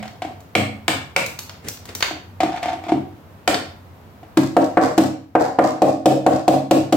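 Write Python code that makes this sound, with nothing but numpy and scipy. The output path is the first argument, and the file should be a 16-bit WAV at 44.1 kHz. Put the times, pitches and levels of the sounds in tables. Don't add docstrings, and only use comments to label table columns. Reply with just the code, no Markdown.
import sys
import numpy as np
from scipy import signal
from scipy.fft import rfft, irfft, next_fast_len
from scipy.io import wavfile
from scipy.ndimage import uniform_filter1d, minimum_filter1d, map_coordinates

SR = 44100
rng = np.random.default_rng(int(sys.argv[2]) if len(sys.argv) > 2 else 0)


def generate_wav(signal):
    frames = np.transpose(np.atleast_2d(signal))
    scaled = np.clip(frames, -1, 1) * 32767
    pcm = np.round(scaled).astype(np.int16)
    wavfile.write(sys.argv[1], SR, pcm)


N = 306936
AGE = np.arange(24576) / SR


def amp(db):
    return 10 ** (np.asarray(db) / 20)


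def along(points, hz):
    f, v = np.transpose(points)
    return np.interp(np.log(hz + 1), np.log(f), v)


def onset_unit(x):
    early_power = np.mean(x[..., :SR // 100] ** 2)
    return x / np.sqrt(early_power + 1e-20)


def add(track, s, sound):
    start = round(s * SR)
    sound = sound[..., max(0, -start):]
    part = track[:, max(0, start):][:, :sound.shape[-1]]
    part += sound[..., :part.shape[1]]


def coloured(x, spectrum):
    n = x.shape[-1]
    gain = amp(along(spectrum, np.fft.rfftfreq(n, 1 / SR)))
    cepstrum = irfft(np.log(gain), n)
    cepstrum[1:n // 2] *= 2
    cepstrum[n // 2 + 1:] = 0
    return irfft(rfft(x) * np.exp(rfft(cepstrum)), n)


def evened(x, width_hz):
    spectrum = rfft(x)
    width_bins = max(1, round(width_hz * AGE[-1]))
    power = uniform_filter1d(np.abs(spectrum) ** 2, width_bins)
    return irfft(spectrum / np.sqrt(np.abs(power) + 1e-12))


def ring(modes, attack=.001, scatter_db=1.5):
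    hz, db, t60 = np.transpose(modes)[:, :, None]
    db = db + scatter_db * rng.standard_normal(db.shape)
    t = AGE.astype(np.float32)
    decay_rate = np.float32(-np.log(1000) / t60)
    decay = np.exp(decay_rate * np.minimum(t, np.float32(3 * t60)))
    waves = decay * np.sin(np.float32(2 * np.pi * hz) * t)
    return onset_unit((amp(db) * waves).sum(0) * (1 - np.exp(-AGE / attack)))


def crack(spectrum, t60, apart=1.0, attack=0.0039):
    shape = amp(-60 * AGE / t60) * (1 - np.exp(-AGE / attack))
    bursts = evened(rng.standard_normal((3, len(AGE))) * shape, 60)
    shared, left, right = bursts * amp(-60 * AGE / .15)
    return onset_unit(coloured(shared + apart * np.array([left, right]), spectrum))


def strokes(rows, rise, fall):
    t = np.arange(N) / SR
    levels = []
    for s, length, db in rows:
        before = np.maximum(s - t, 0)
        after = np.maximum(t - s - length, 0)
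        levels.append(db - rise * before - fall * after)
    return amp(np.max(levels, 0).clip(-200))


# frequency_hz, left_right_correlation [-1 to 1]
ROOM_CORRELATION = [(100, 0.9), (300, 0.87), (700, 0.45), (1300, 0.024), (2500, 0.091), (5000, 0)]


def diffuse(size):
    correlation = along(ROOM_CORRELATION, np.fft.rfftfreq(size, 1 / SR))
    turn = np.arccos(np.clip(correlation, -1, 1)) / 2
    mid, side = rfft(rng.standard_normal((2, size))) * [np.cos(turn), np.sin(turn)]
    return irfft(np.array([mid + side, mid - side]), size)


# frequency_hz, t60_s
ROOM_T60 = [(100, .6), (300, .39), (700, .43), (2000, .43), (5000, .39), (9000, .31), (16000, .27)]


def room_tail(build=0.0082):
    hz, t, z = signal.stft(diffuse(len(AGE)), SR, nperseg=256)
    decay = amp(-60 * t / along(ROOM_T60, hz)[:, None])
    tail = signal.istft(z * decay, SR, nperseg=256)[1]
    fade_out = np.minimum(1, 2 - 2 * AGE / AGE[-1]) ** 2
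    tail = evened(tail, 25.4) * (1 - np.exp(-AGE / build)) * fade_out
    return tail / np.linalg.norm(tail[0])


# delay_s, left_db, right_db
WALL_ECHOES = [(.0055, -12.5, -13.5), (.0212, -14.5, -13), (.038, -23, -24.5), (.058, -9.5, -16)]


def in_room(hit, wet_db, lead=2, left_db=0.3):
    response = amp(wet_db) * room_tail()
    response[[0, 1], [0, round(lead)]] += amp([left_db, -left_db])
    echo = signal.windows.hann(21) / 10
    for delay, left_echo_db, right_echo_db in WALL_ECHOES:
        add(response, delay, amp([[left_echo_db], [right_echo_db]]) * echo)
    return signal.fftconvolve(hit, response, axes=1)


# frequency_hz, relative_level_db
HUM_SPECTRUM = [(25, -40), (50, -19), (70, -12), (93, 0), (115, -11), (210, -14), (320, -20), (900, -22),
                (1500, -29), (3000, -37), (6000, -45), (10000, -50), (13000, -43), (16000, -45)]


def background(level_db=-43):
    noise = coloured(diffuse(next_fast_len(N, real=True)), HUM_SPECTRUM)[:, :N]
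    return amp(level_db) * noise / noise.std()


# start_s (full level reached), length_s, level_db
RUBS = [(1.668, 0.023, -34.5), (1.89, 0.007, -35), (1.956, 0.0096, -39.5)]
RUB_RISE_DB_PER_S, RUB_FALL_DB_PER_S = 448, 270
# frequency_hz, relative_level_db
GRIP_SPECTRUM = [(150, 1.5), (450, 3), (1000, -14), (2000, -6), (4000, -16.5), (8000, -19.5), (16000, -34)]


def handling(rough_db=3, catches_per_s=140):
    catch_times = [np.arange(N) * catches_per_s / SR]
    catches = map_coordinates(rng.standard_normal(N), catch_times, order=1)
    noise = coloured(diffuse(next_fast_len(N, real=True)), GRIP_SPECTRUM)[:, :N]
    rub = noise * amp(rough_db * catches)
    return strokes(RUBS, RUB_RISE_DB_PER_S, RUB_FALL_DB_PER_S) * rub / rub.std()


# start_s, strength_db,
# brightness_db (tick up, clack and steel ring down), ping_over_tick_db (before their own trims)
CLINKS = [(0.0782, -44, -4.5, -17), (0.4045, -55.5, 8, -15), (1.2618, -38.5, 12.5, -31),
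          (1.3892, -30, 4, -21), (1.4948, -38.5, -4, -14), (1.6842, -30, 7, -10.5),
          (1.772, -46.5, -2.5, -12), (1.8543, -41.5, 3, -27), (1.8904, -43.5, -5, -18), (1.95, -31, 6, -8),
          (2.0059, -29.5, -1, -15), (2.0253, -19.5, -6, -20), (3.5437, -28, -7, -20), (3.656, -51, -1, -17)]
# frequency_hz, relative_level_db, t60_s
STEEL_MODES = [(990, -16, 0.013), (1400, -17, .02), (1790, 5, 0.017), (2640, 2, 0.02), (2960, -6, 0.025),
               (3700, 9.5, 0.037), (4440, 10.5, 0.025), (4580, 15, 0.012), (5290, 11.5, 0.021),
               (6000, 2, 0.04), (6650, 5.5, .03)]
# frequency_hz, relative_level_db, t60_s
PING_MODES = [(5880, 8.5, 0.11), (7200, -1, 0.074), (13850, -7, .04), (14350, 10.5, .07)]
# frequency_hz, relative_level_db
CLACK_SPECTRUM = [(300, -5.5), (800, 0), (1400, 2), (2000, 0), (3000, -2), (4500, -8), (8000, -18),
                  (16000, -56)]
FINE_TICK_SPECTRUM = [(1500, -6), (4000, 1), (7000, 4.5), (10000, -3), (14500, 2.5), (16000, -0.5)]
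CLINK_T60_S = 0.039


def clinks():
    track = np.zeros((2, N))
    for s, db, bright, ping in CLINKS:
        low = amp(-5) * ring(STEEL_MODES, attack=0.00044)
        low = low + amp(-1) * crack(CLACK_SPECTRUM, CLINK_T60_S, attack=0.0001)
        high = amp(ping) * ring(PING_MODES, attack=.0005)
        high = high + amp(-2.0) * crack(FINE_TICK_SPECTRUM, CLINK_T60_S, attack=0.0005)
        contact = amp(-bright) * low + amp(bright) * high
        add(track, s, amp(db) * in_room(contact, wet_db=-3.0))
    return track


# start_s (full pressure reached), length_s, relative_level_db
SKIDS = [(2.47, 0.062, -27.5), (2.563, 0.0086, -20), (2.632, 0.098, -23), (2.868, 0.063, -24.5)]
SKID_RISE_DB_PER_S, SKID_FALL_DB_PER_S = 602, 598
# frequency_hz, relative_level_db, t60_s
KNOCK_MODES = [(490.8, -5.5, 0.067), (546.8, -0.5, 0.058), (618.2, -9, 0.13), (715.3, 5.5, 0.034),
               (748, -5.5, 0.056), (889, -8, 0.031), (1109, -18.5, 0.062)]


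def skid(slips_per_s=110, level_db=-5, grit_db=-7):
    slips = (rng.random(N) < slips_per_s / SR) * rng.uniform(0.46, 1, N)
    slip = ring(KNOCK_MODES[3:], attack=0.0068) + amp(grit_db) * crack(CLACK_SPECTRUM, t60=0.07)
    scrape = signal.fftconvolve(slips[None], slip, axes=1)[:, :N]
    pressure = amp(level_db) * strokes(SKIDS, SKID_RISE_DB_PER_S, SKID_FALL_DB_PER_S)
    return in_room(pressure * scrape / scrape.std(), wet_db=-7.0)[:, :N]


# start_s, relative_strength_db,
# hardness_db (more contact noise and less thud), settling_bump_db (relative to the tip)
TOUCHES = [(0.027, -26, 11.5, -1.5), (0.22, -17, 2, -3), (2.109, -22.5, -9.5, -26.5), (2.404, -8, 1.5, 0.5),
           (2.561, -24, 6, -30.5), (2.629, -16.5, 7.5, 1), (2.73, -19, -3, -10.5), (2.838, -26.5, 1, 2.5),
           (2.892, -18.5, -7, 8.5), (4.23, -33.5, -5.5, -18)]
# frequency_hz, relative_level_db, t60_s
THUD_MODES = [(102, -27, 0.49), (137.8, -19, 0.38), (206.1, -9.5, 0.14), (274, -3, 0.17), (314, 6, 0.091),
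              (335, -1.5, 0.049)]
# frequency_hz, relative_level_db, t60_s
SHAFT_MODES = [(2214, -1, 0.0092), (2270, -6.5, 0.015), (2350, -14, 0.015), (2590, -6.5, 0.0085),
               (2940, -10.5, 0.013)]
# frequency_hz, relative_level_db
TICK_SPECTRUM = [(800, -32), (2500, 9), (4200, 6), (6000, 1.5), (8000, 4.5), (9500, -5.5), (13000, -4),
                 (15500, -8.5)]
SETTLE_S, SETTLE_SOFTER_DB = .028, 9.5


def touches():
    track = np.zeros((2, N))
    for start, strength, hardness, settle in TOUCHES:
        tip = (start, strength, hardness)
        flat = (start + SETTLE_S, strength + settle, hardness - SETTLE_SOFTER_DB)
        for s, db, hard in (tip, flat):
            bowl = amp(-15 - hard) * ring(THUD_MODES, attack=0.0034)
            bowl = bowl + amp(-3.5) * ring(KNOCK_MODES[3:], attack=0.0011)
            blade = amp(-2.5) * crack(CLACK_SPECTRUM, t60=0.17)
            blade = blade + amp(-6) * ring(SHAFT_MODES, attack=0.00053)
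            contact = amp(-12) * blade + amp(-21) * crack(TICK_SPECTRUM, t60=0.015)
            add(track, s, amp(db - 3.0) * in_room(bowl + amp(0.54 * hard) * contact, wet_db=-4.0))
    return track


# boom_db, thud_db, knock_db, shaft_ring_db
CHISEL_STRIKES = [(-0.2, -22, -9, -7, 3.5, 0), (0.552, -23, -14, 0.5, 2, 3),
                  (0.88, -19.5, -25, -6.5, -5, -9.5), (1.163, -21.5, -28.5, -15.5, -4, 0.5),
                  (3.476, -19.5, -51, -1, 1.5, -17)]
# frequency_hz, relative_level_db, t60_s
BOOM_MODES = [(105, 1, 0.29), (128.6, -1, 0.47), (186.5, 4.5, 0.17), (214.3, 2.5, 0.4)]
# frequency_hz, relative_level_db, t60_s
HEAD_MODES = [(8211, 0, .25)]
HEAD_DB = -23


def chisel():
    track = np.zeros((2, N))
    for s, db, boom, thud, knock, shaft in CHISEL_STRIKES:
        sink = amp(boom + 3.0) * ring(BOOM_MODES, attack=0.019)
        sink = sink + amp(thud - 6) * ring(THUD_MODES, attack=0.026)
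        sink = sink + amp(knock) * ring(KNOCK_MODES, attack=0.0049)
        steel = amp(shaft + 2.5) * ring(SHAFT_MODES, attack=0.0025)
        steel = steel + amp(HEAD_DB) * ring(HEAD_MODES, attack=.0005)
        resin = amp(1) * crack(CLACK_SPECTRUM, t60=0.028, attack=0.0016)
        resin = resin + amp(-2.5) * crack(TICK_SPECTRUM, t60=0.017, attack=0.00084)
        add(track, s, amp(db + 2.5) * in_room(sink + steel + resin, wet_db=0.5))
    return track


# frequency_hz, relative_level_db
CHIPS_SPECTRUM = [(1000, -3), (3000, -7.5), (4800, 0.5), (6300, -4), (7800, -4.5), (9500, -16.5),
                  (13000, -17), (16000, -20)]


def loose_chips(rate=450, flight=0.066):
    landing = np.exp(-(np.log((AGE + 1e-6) / flight) / .4) ** 2 / 2)
    falls = rng.random(len(AGE)) < rate * landing / SR
    impacts = falls * np.sqrt(landing) * rng.standard_normal((2, len(AGE)))
    patter = coloured(impacts, CHIPS_SPECTRUM)
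    return patter / np.sqrt(np.mean(patter ** 2) / np.mean(landing ** 2) + 1e-20)


# start_s, relative_strength_db, knock_over_thud_db (before trims),
# edge_db (above 0 the rim of the face lands, below 0 its flat)
TAPS = [(4.371, -22.5, -8, 2.5), (4.566, -24, 8, -1.5), (4.771, -10, 6.5, -9.5), (4.978, -12.5, -1.5, 3.5),
        (5.352, -10.5, 8, -9.5), (5.587, -8, 7.5, -7), (5.819, -12.5, 8.5, 1.5), (6.057, -13, 6.5, 6.5),
        (6.264, -12.5, 9, 1), (6.479, -15, 9, 6), (6.71, -14, 3, 5.5), (6.924, -18.5, 2.5, 5.5)]
# frequency_hz, relative_level_db
DULL_CLACK_SPECTRUM = [(300, -16.5), (800, 6), (1400, 2), (1900, -2.5), (2600, -14.5), (4500, -31),
                       (8000, -51.5), (16000, -73)]
CLACK_PER_EDGE, CHIPS_PER_EDGE = 0.65, 0.45
THUD_RISE_S, KNOCK_RISE_S = 0.0066, 0.0058
RISE_DB_PER_EDGE = 0.36


def taps():
    track = np.zeros((2, N))
    for s, db, knock, edge in TAPS:
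        slow = amp(RISE_DB_PER_EDGE * edge)
        bowl = amp(0.5) * ring(THUD_MODES, attack=slow * THUD_RISE_S)
        bowl = bowl + amp(knock - 2.65) * ring(KNOCK_MODES, attack=slow * KNOCK_RISE_S)
        slap = amp(-7.5 - CLACK_PER_EDGE * edge) * crack(DULL_CLACK_SPECTRUM, t60=0.053, apart=0.83)
        tick = amp(edge - 16.0) * crack(TICK_SPECTRUM, t60=0.04)
        chips = amp(-29.5 - CHIPS_PER_EDGE * edge) * loose_chips()
        add(track, s, amp(db + 12.5) * in_room(bowl + slap + tick + chips, wet_db=-3.5))
    return track


def scene():
    return background() + handling() + clinks() + skid() + touches() + chisel() + taps()


TOP_HZ = 16000


def record(dry, threshold_db=-6, release_db_per_s=75, quick_range_db=7,
           slow_release_db_per_s=4, low_cut_hz=55):
    sound = signal.sosfilt(signal.butter(2, low_cut_hz, "highpass", fs=SR, output="sos"), dry)
    power = np.abs(uniform_filter1d(np.mean(sound ** 2, 0), size=131))
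    over = np.maximum(10 * np.log10(power + 1e-12) - threshold_db, 0)
    t = np.arange(N) / SR

    def held(db, rate):
        return np.maximum.accumulate(db + rate * t) - rate * t

    quick = held(over, release_db_per_s)
    slow = held(over - quick_range_db, slow_release_db_per_s)
    gain = minimum_filter1d(amp(-np.maximum(quick, slow)), size=65)
    sound = sound * uniform_filter1d(gain, size=65)
    sound = sound / (1 + np.abs(sound) ** 6) ** (1 / 6)
    m = next_fast_len(N + SR // 10)
    in_band = np.fft.rfftfreq(m, 1 / SR) < TOP_HZ
    return irfft(rfft(sound, m) * in_band, m)[:, :N]


dry = scene()
out = record(dry)
generate_wav(out)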